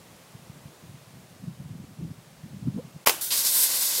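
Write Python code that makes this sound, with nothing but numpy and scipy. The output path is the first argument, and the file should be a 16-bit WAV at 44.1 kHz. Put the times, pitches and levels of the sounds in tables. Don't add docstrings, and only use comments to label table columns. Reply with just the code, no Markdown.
import sys
import numpy as np
from scipy import signal
from scipy.fft import rfft, irfft
from scipy.io import wavfile
from scipy.ndimage import uniform_filter1d

SR = 44100
rng = np.random.default_rng(int(sys.argv[2]) if len(sys.argv) > 2 else 0)


def waveform_to_disk(signal):
    frames = np.transpose(np.atleast_2d(signal))
    scaled = np.clip(frames, -1, 1) * 32767
    samples = np.round(scaled).astype(np.int16)
    wavfile.write(sys.argv[1], SR, samples)


N = 176400

# (time [s], hold [s], level [dB])
GAS_SURGES = [(3.0608, 0.0027, -18), (3.0705, 0.0071, -17.5), (3.0816, 0.0035, -22), (3.0938, 0.0023, -21)]
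# (frequency [Hz], level [dB])
BLAST_EQ = [(60, -25), (240, -15), (400, -1.5), (600, 4), (745, -1), (880, 4.5), (1100, 2.5), (1250, -2),
            (1520, -2.5), (1700, -17), (2000, -1.5), (2950, -0.5), (3950, -6), (5200, 0.5), (8300, -7.5),
            (12900, 0), (15500, -8.5)]
# (time [s], pressure step [dB], wave length [s], rasp level [dB])
WALL_CRACKS = [(3.0712, -2.5, 0.0004, -13), (3.0727, -3.5, 0.00097, -8.5), (3.0736, -4, .0002, -4.5),
               (3.0749, -15, 0.00012, -8), (3.0762, -7, 0.00059, -25), (3.086, -21, 0.00067, -12),
               (3.0946, 0, 0.00017, -10), (3.097, -13, 0.00055, -27)]
# (frequency [Hz], level [dB])
RASP_EQ = [(300, -19), (900, 6.5), (1700, -26), (2400, 1), (5000, -4), (8500, 0), (13000, 4.5), (15500, -6)]
# (frequency [Hz], width [Hz], gain [dB])
CAN_MODES = [(1047, 117, 2.5), (900, 69, -4), (2420, 880, -6)]
# (frequency [Hz], level [dB])
SPURT_EQ = [(880, -54), (1500, -8), (1750, -16), (2240, -15), (2830, -15), (3650, -5.5), (7020, -4.5),
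            (11900, 1), (15500, -4)]
# (time [s], treble [dB], upper mids [dB], lower mids [dB])
JET_LEVELS = [(3.31, -31, -33.5, -40), (3.324, -25, -28, -36.5), (3.37, -28, -29, -40),
              (3.376, -22.5, -25, -36), (3.428, -30.5, -33.5, -43.5), (3.47, -24, -25, -37),
              (3.52, -25, -31, -42), (3.564, -22, -28, -36.5), (3.624, -20.5, -27.5, -38.5),
              (3.692, -29, -30.5, -39), (3.85, -26, -30.5, -40.5), (3.862, -24.5, -28.5, -42.5),
              (3.92, -29, -31, -38), (3.966, -28.5, -28, -41), (4.0, -25, -30.5, -36)]
JET_BAND_EDGES = [16000, 7500, 3300, 100]
JET_BAND_TRIMS = [0.67, 0, -0.87]
# (frequency [Hz], level [dB])
JET_EQ = [(59, -69), (100, -24.5), (259, -13), (413, -19), (459, -11), (731, -15), (1020, -10),
          (1320, -13.5), (1560, -9), (1740, -9), (2830, -9), (4700, 0), (6460, -2.5), (13300, -0.5),
          (15700, -9)]
# (frequency [Hz], level [dB])
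COUGH_EQ = [(300, -35), (1500, -15), (2600, 2.5), (3600, 3), (4800, 7.5), (6500, -13), (14000, -25)]
# (frequency [Hz], level [dB])
ECHO_EQ = [(35, -75), (60, -45), (156, -16.5), (351, 2.5), (464, -8), (642, 0), (2150, -5), (2840, -2.5),
           (4120, -7), (11700, -3), (15500, -10)]
# (time [s], level [dB])
WIND_PRESSURE = [(0, -53), (.28, -56.5), (.5, -53), (.68, -58), (.75, -61), (.88, -49.5), (1.05, -58),
                 (1.38, -53), (1.47, -42), (1.56, -56), (1.68, -46.5), (1.82, -43), (1.94, -49),
                 (2.07, -42), (2.2, -53.5), (2.36, -55), (2.46, -49), (2.75, -43), (2.89, -51.5),
                 (3.04, -60.5), (4, -64.5)]
# (frequency [Hz], level [dB])
WIND_EQ = [(25, -43), (45, -33), (70, -12.5), (100, -4.5), (135, -0.5), (170, -2.5), (240, -9), (330, -18),
           (500, -39), (1200, -63)]
# (frequency [Hz], level [dB])
BUFFET_EQ = [(150, -17), (270, -9), (340, 4), (450, -4), (800, -17), (1500, -20), (5000, -50)]
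# (time [s], peak level [dB], pitch [Hz])
EDDY_THUMPS = [(0.351, -36, 138), (0.431, -42, 139), (0.501, -35.5, 122), (.657, -33.5, 141),
               (0.894, -40, 130), (.946, -38, 150), (1.141, -39, 146), (1.198, -41, 170),
               (1.44, -30.5, 180), (1.483, -26, 158), (1.605, -27.5, 147), (1.661, -29, 150),
               (1.711, -26, 155), (1.755, -31, 171), (1.8, -29, 167), (2.035, -23, 165), (2.053, -22, 145),
               (2.115, -26, 143), (2.44, -32.5, 150), (2.511, -35, 148), (2.573, -32.5, 179),
               (2.628, -26.5, 155), (2.676, -20.5, 245), (2.684, -18.5, 171), (2.749, -28, 190),
               (2.766, -22.5, 203), (2.783, -27, 256), (2.844, -43, 142), (2.962, -30, 153)]
# (time [s], peak level [dB])
HOOT_CUES = [(2.794, -33), (3.996, -37)]
# (frequency [Hz], level [dB])
BREATH_EQ = [(200, -5), (450, 8), (850, -9), (1200, -19), (3000, -38)]
# (frequency [Hz], level [dB])
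BED_EQ = [(210, -11), (350, -2.5), (631, -1.5), (683, -3.5), (1170, -6), (1380, -9), (1510, -9),
          (2020, -10), (9290, -15.5), (15700, -21)]
# (time [s], level [dB])
BED_LEVEL = [(0, -52.5), (1, -54), (2, -55.5), (3, -54), (4, -50)]

TEAR_ATTACK_S, TEAR_RELEASE_S, TEAR_ROUGH_DB, TEAR_ROUGH_HZ = 0.0006, 0.011, 2.5, 390
RASP_DECAY_S, CRACK_LOW_HZ, CRACK_TOP_HZ, CRACK_DRY_DB = 0.00051, 380, 9000, -4
SPURT_S, SPURT_DB, SPURT_T60_S = 3.209, -26, 0.92
JET_OPENS_S, JET_ATTACK_S, COUGH_DB, COUGH_T60_S = 3.304, 0.0037, -25.5, 0.26
FLUTTER_DB, FLUTTER_HZ, SPATTER_DB, SPATTER_HZ = -0.67, 60, 0.65, 1100
GROUND_LAG_S, GROUND_GAIN, GROUND_TOP_HZ = 0.0019, 0.19, 4500
SCATTER_DB, SCATTER_T60_S = -11.5, 0.15
ECHO_START_S, ECHO_RISE_S = 3.0615, 0.028
NEAR_DB, NEAR_T60_S, FAR_DB, FAR_T60_S = -29, 0.27, -33.5, 0.68
WIND_FLICKER_DB, WIND_FLICKER_HZ = 3.5, 61
EDDY_WIDTH_S, EDDY_SKIRT_DB, EDDY_SKIRT_S = 0.003, -12.5, 0.015
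BUFFET_DB, BUFFET_REF_DB = -15.5, -30
HOOT_HZ, HOOT_RISE_HZ_PER_S, HOOT_WIDTH_S, OVERTONE_DB, BREATH_DB = 487, 4000, 0.0088, -28, -8
DROPOUT_FROM_S, DROPOUT_TO_S, CLIP_LEVEL, TOP_HZ = 3.049, 3.058, 0.72, 15740


def burst():
    t = times()
    power, cracks, rasp = np.zeros((3, N))
    for start, hold, db in GAS_SURGES:
        release = np.exp(-np.maximum(t - start - hold, 0) / TEAR_RELEASE_S)
        power += (undb(db) * fade_in(start, TEAR_ATTACK_S) * release) ** 2
    roughness = undb(TEAR_ROUGH_DB * wander(TEAR_ROUGH_HZ))
    blast = np.sqrt(power) * roughness * noise(BLAST_EQ)
    for start, step_db, length, rasp_db in WALL_CRACKS:
        age = t - start
        cracks += undb(step_db) * (1 - 2 * age / length) * (age >= 0) * (age < length)
        rasp += undb(rasp_db) * np.exp(-np.abs(age) / RASP_DECAY_S) * (age >= 0)
    cracks = pass_filter(cracks, CRACK_LOW_HZ, "high", order=3)
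    cracks = pass_filter(cracks, CRACK_TOP_HZ, "low")
    return blast + can_ring(cracks) + rasp * noise(RASP_EQ)


def can_ring(cracks):
    ring = sum(undb(db) * signal.lfilter(*signal.iirpeak(hz, hz / width, fs=SR), cracks)
               for hz, width, db in CAN_MODES)
    return undb(CRACK_DRY_DB) * cracks + ring


def spurt():
    envelope = fade_in(SPURT_S, JET_ATTACK_S) * fade_out(SPURT_S, SPURT_T60_S)
    return undb(SPURT_DB) * noise(SPURT_EQ, lo_hz=300) * envelope


def jet():
    hiss = np.zeros(N)
    for k, trim_db in enumerate(JET_BAND_TRIMS):
        level = undb(automation(JET_LEVELS, column=k + 1) + trim_db)
        hiss += level * noise(JET_EQ, lo_hz=JET_BAND_EDGES[k + 1], hi_hz=JET_BAND_EDGES[k])
    cough = undb(COUGH_DB) * noise(COUGH_EQ) * fade_out(JET_OPENS_S, COUGH_T60_S)
    texture = undb(FLUTTER_DB * wander(FLUTTER_HZ) + SPATTER_DB * wander(SPATTER_HZ))
    return fade_in(JET_OPENS_S, JET_ATTACK_S) * texture * (hiss + cough)


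def with_reflections(direct):
    dulled = pass_filter(direct, GROUND_TOP_HZ, "low", order=1)
    bounce = np.interp(times() - GROUND_LAG_S, times(), dulled)
    paths = rng.standard_normal(N) * fade_out(0, SCATTER_T60_S)
    scattered = signal.fftconvolve(direct, paths / np.linalg.norm(paths))[:N]
    return direct + GROUND_GAIN * bounce + undb(SCATTER_DB) * scattered


def tree_echo():
    peak_s = ECHO_START_S + ECHO_RISE_S
    near = undb(NEAR_DB) * fade_out(peak_s, NEAR_T60_S)
    far = undb(FAR_DB) * fade_out(peak_s, FAR_T60_S)
    return noise(ECHO_EQ) * fade_in(ECHO_START_S, ECHO_RISE_S) * (near + far)


def wind():
    pressure = undb(automation(WIND_PRESSURE) + WIND_FLICKER_DB * wander(WIND_FLICKER_HZ))
    thumps = np.zeros(N)
    for at, db, hz in EDDY_THUMPS:
        age = times() - at
        swell = np.exp(1 - np.hypot(1, age / EDDY_WIDTH_S))
        thumps += undb(db) * swell * np.cos(2 * np.pi * (hz * age + rng.random()))
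        skirt = undb(db + EDDY_SKIRT_DB) * np.exp(-np.abs(age) / EDDY_SKIRT_S)
        pressure = np.hypot(pressure, skirt)
    drive = np.minimum(pressure / undb(BUFFET_REF_DB), 2)
    rasp = undb(BUFFET_DB) * drive * noise(BUFFET_EQ)
    return pass_filter(thumps, 71, "high") + pressure * (noise(WIND_EQ) + rasp)


def hoots():
    air, out = noise(BREATH_EQ), np.zeros(N)
    for at, db in HOOT_CUES:
        age = times() - at
        phase = 2 * np.pi * (HOOT_HZ + HOOT_RISE_HZ_PER_S * age / 2) * age
        tone = np.sin(phase) + undb(OVERTONE_DB) * np.sin(2 * phase)
        swell = np.exp(-.5 * (age / HOOT_WIDTH_S) ** 2)
        breath = undb(BREATH_DB) * air * np.exp(-.5 * (age / HOOT_WIDTH_S + 1) ** 2)
        out += undb(db) * (tone * swell + breath)
    return out


def clearing():
    bed = pass_filter(noise(BED_EQ), 87, "high")
    return bed * undb(automation(BED_LEVEL) + 0.15 * wander(rate_hz=3))


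def undb(db):
    return 10 ** (np.asarray(db) / 20)


def times():
    return np.arange(N) / SR


def automation(table, column=1):
    rows = np.array(table)
    return np.interp(times(), rows[:, 0], rows[:, column])


def noise(eq, lo_hz=0, hi_hz=SR / 2):
    hz = np.maximum(np.arange(N // 2 + 1) * SR / N, 1)
    rows = np.array(eq)
    gain = undb(np.interp(np.log(hz), np.log(rows[:, 0]), rows[:, 1]))
    in_band = (hz > lo_hz) & (hz <= hi_hz)
    x = irfft(rfft(rng.standard_normal(N)) * gain * in_band, N)
    return x / np.std(x)


def wander(rate_hz):
    window = max(int(SR / rate_hz), 1)
    x = uniform_filter1d(rng.standard_normal(N), window)
    x = uniform_filter1d(x, window)
    return x / np.std(x)


def pass_filter(x, hz, kind, order=2):
    return signal.sosfilt(signal.butter(order, hz, kind, fs=SR, output="sos"), x)


def fade_in(start, attack):
    return np.clip((times() - start) / attack, 0, 1)


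def fade_out(start, t60):
    return np.exp(-np.log(1000) * np.maximum(times() - start, 0) / t60)


def scene():
    mono = burst() + tree_echo() + spurt() + with_reflections(jet()) + wind() + hoots() + clearing()
    return np.array([mono, mono])


def record(dry):
    t = times()
    live = (t < DROPOUT_FROM_S) | (t > DROPOUT_TO_S)
    clipped = np.clip(dry * live, -CLIP_LEVEL, CLIP_LEVEL)
    high_cut = signal.ellip(10, .1, 80, TOP_HZ, fs=SR, output="sos")
    return signal.sosfilt(high_cut, clipped)


dry = scene()
out = record(dry)
waveform_to_disk(out)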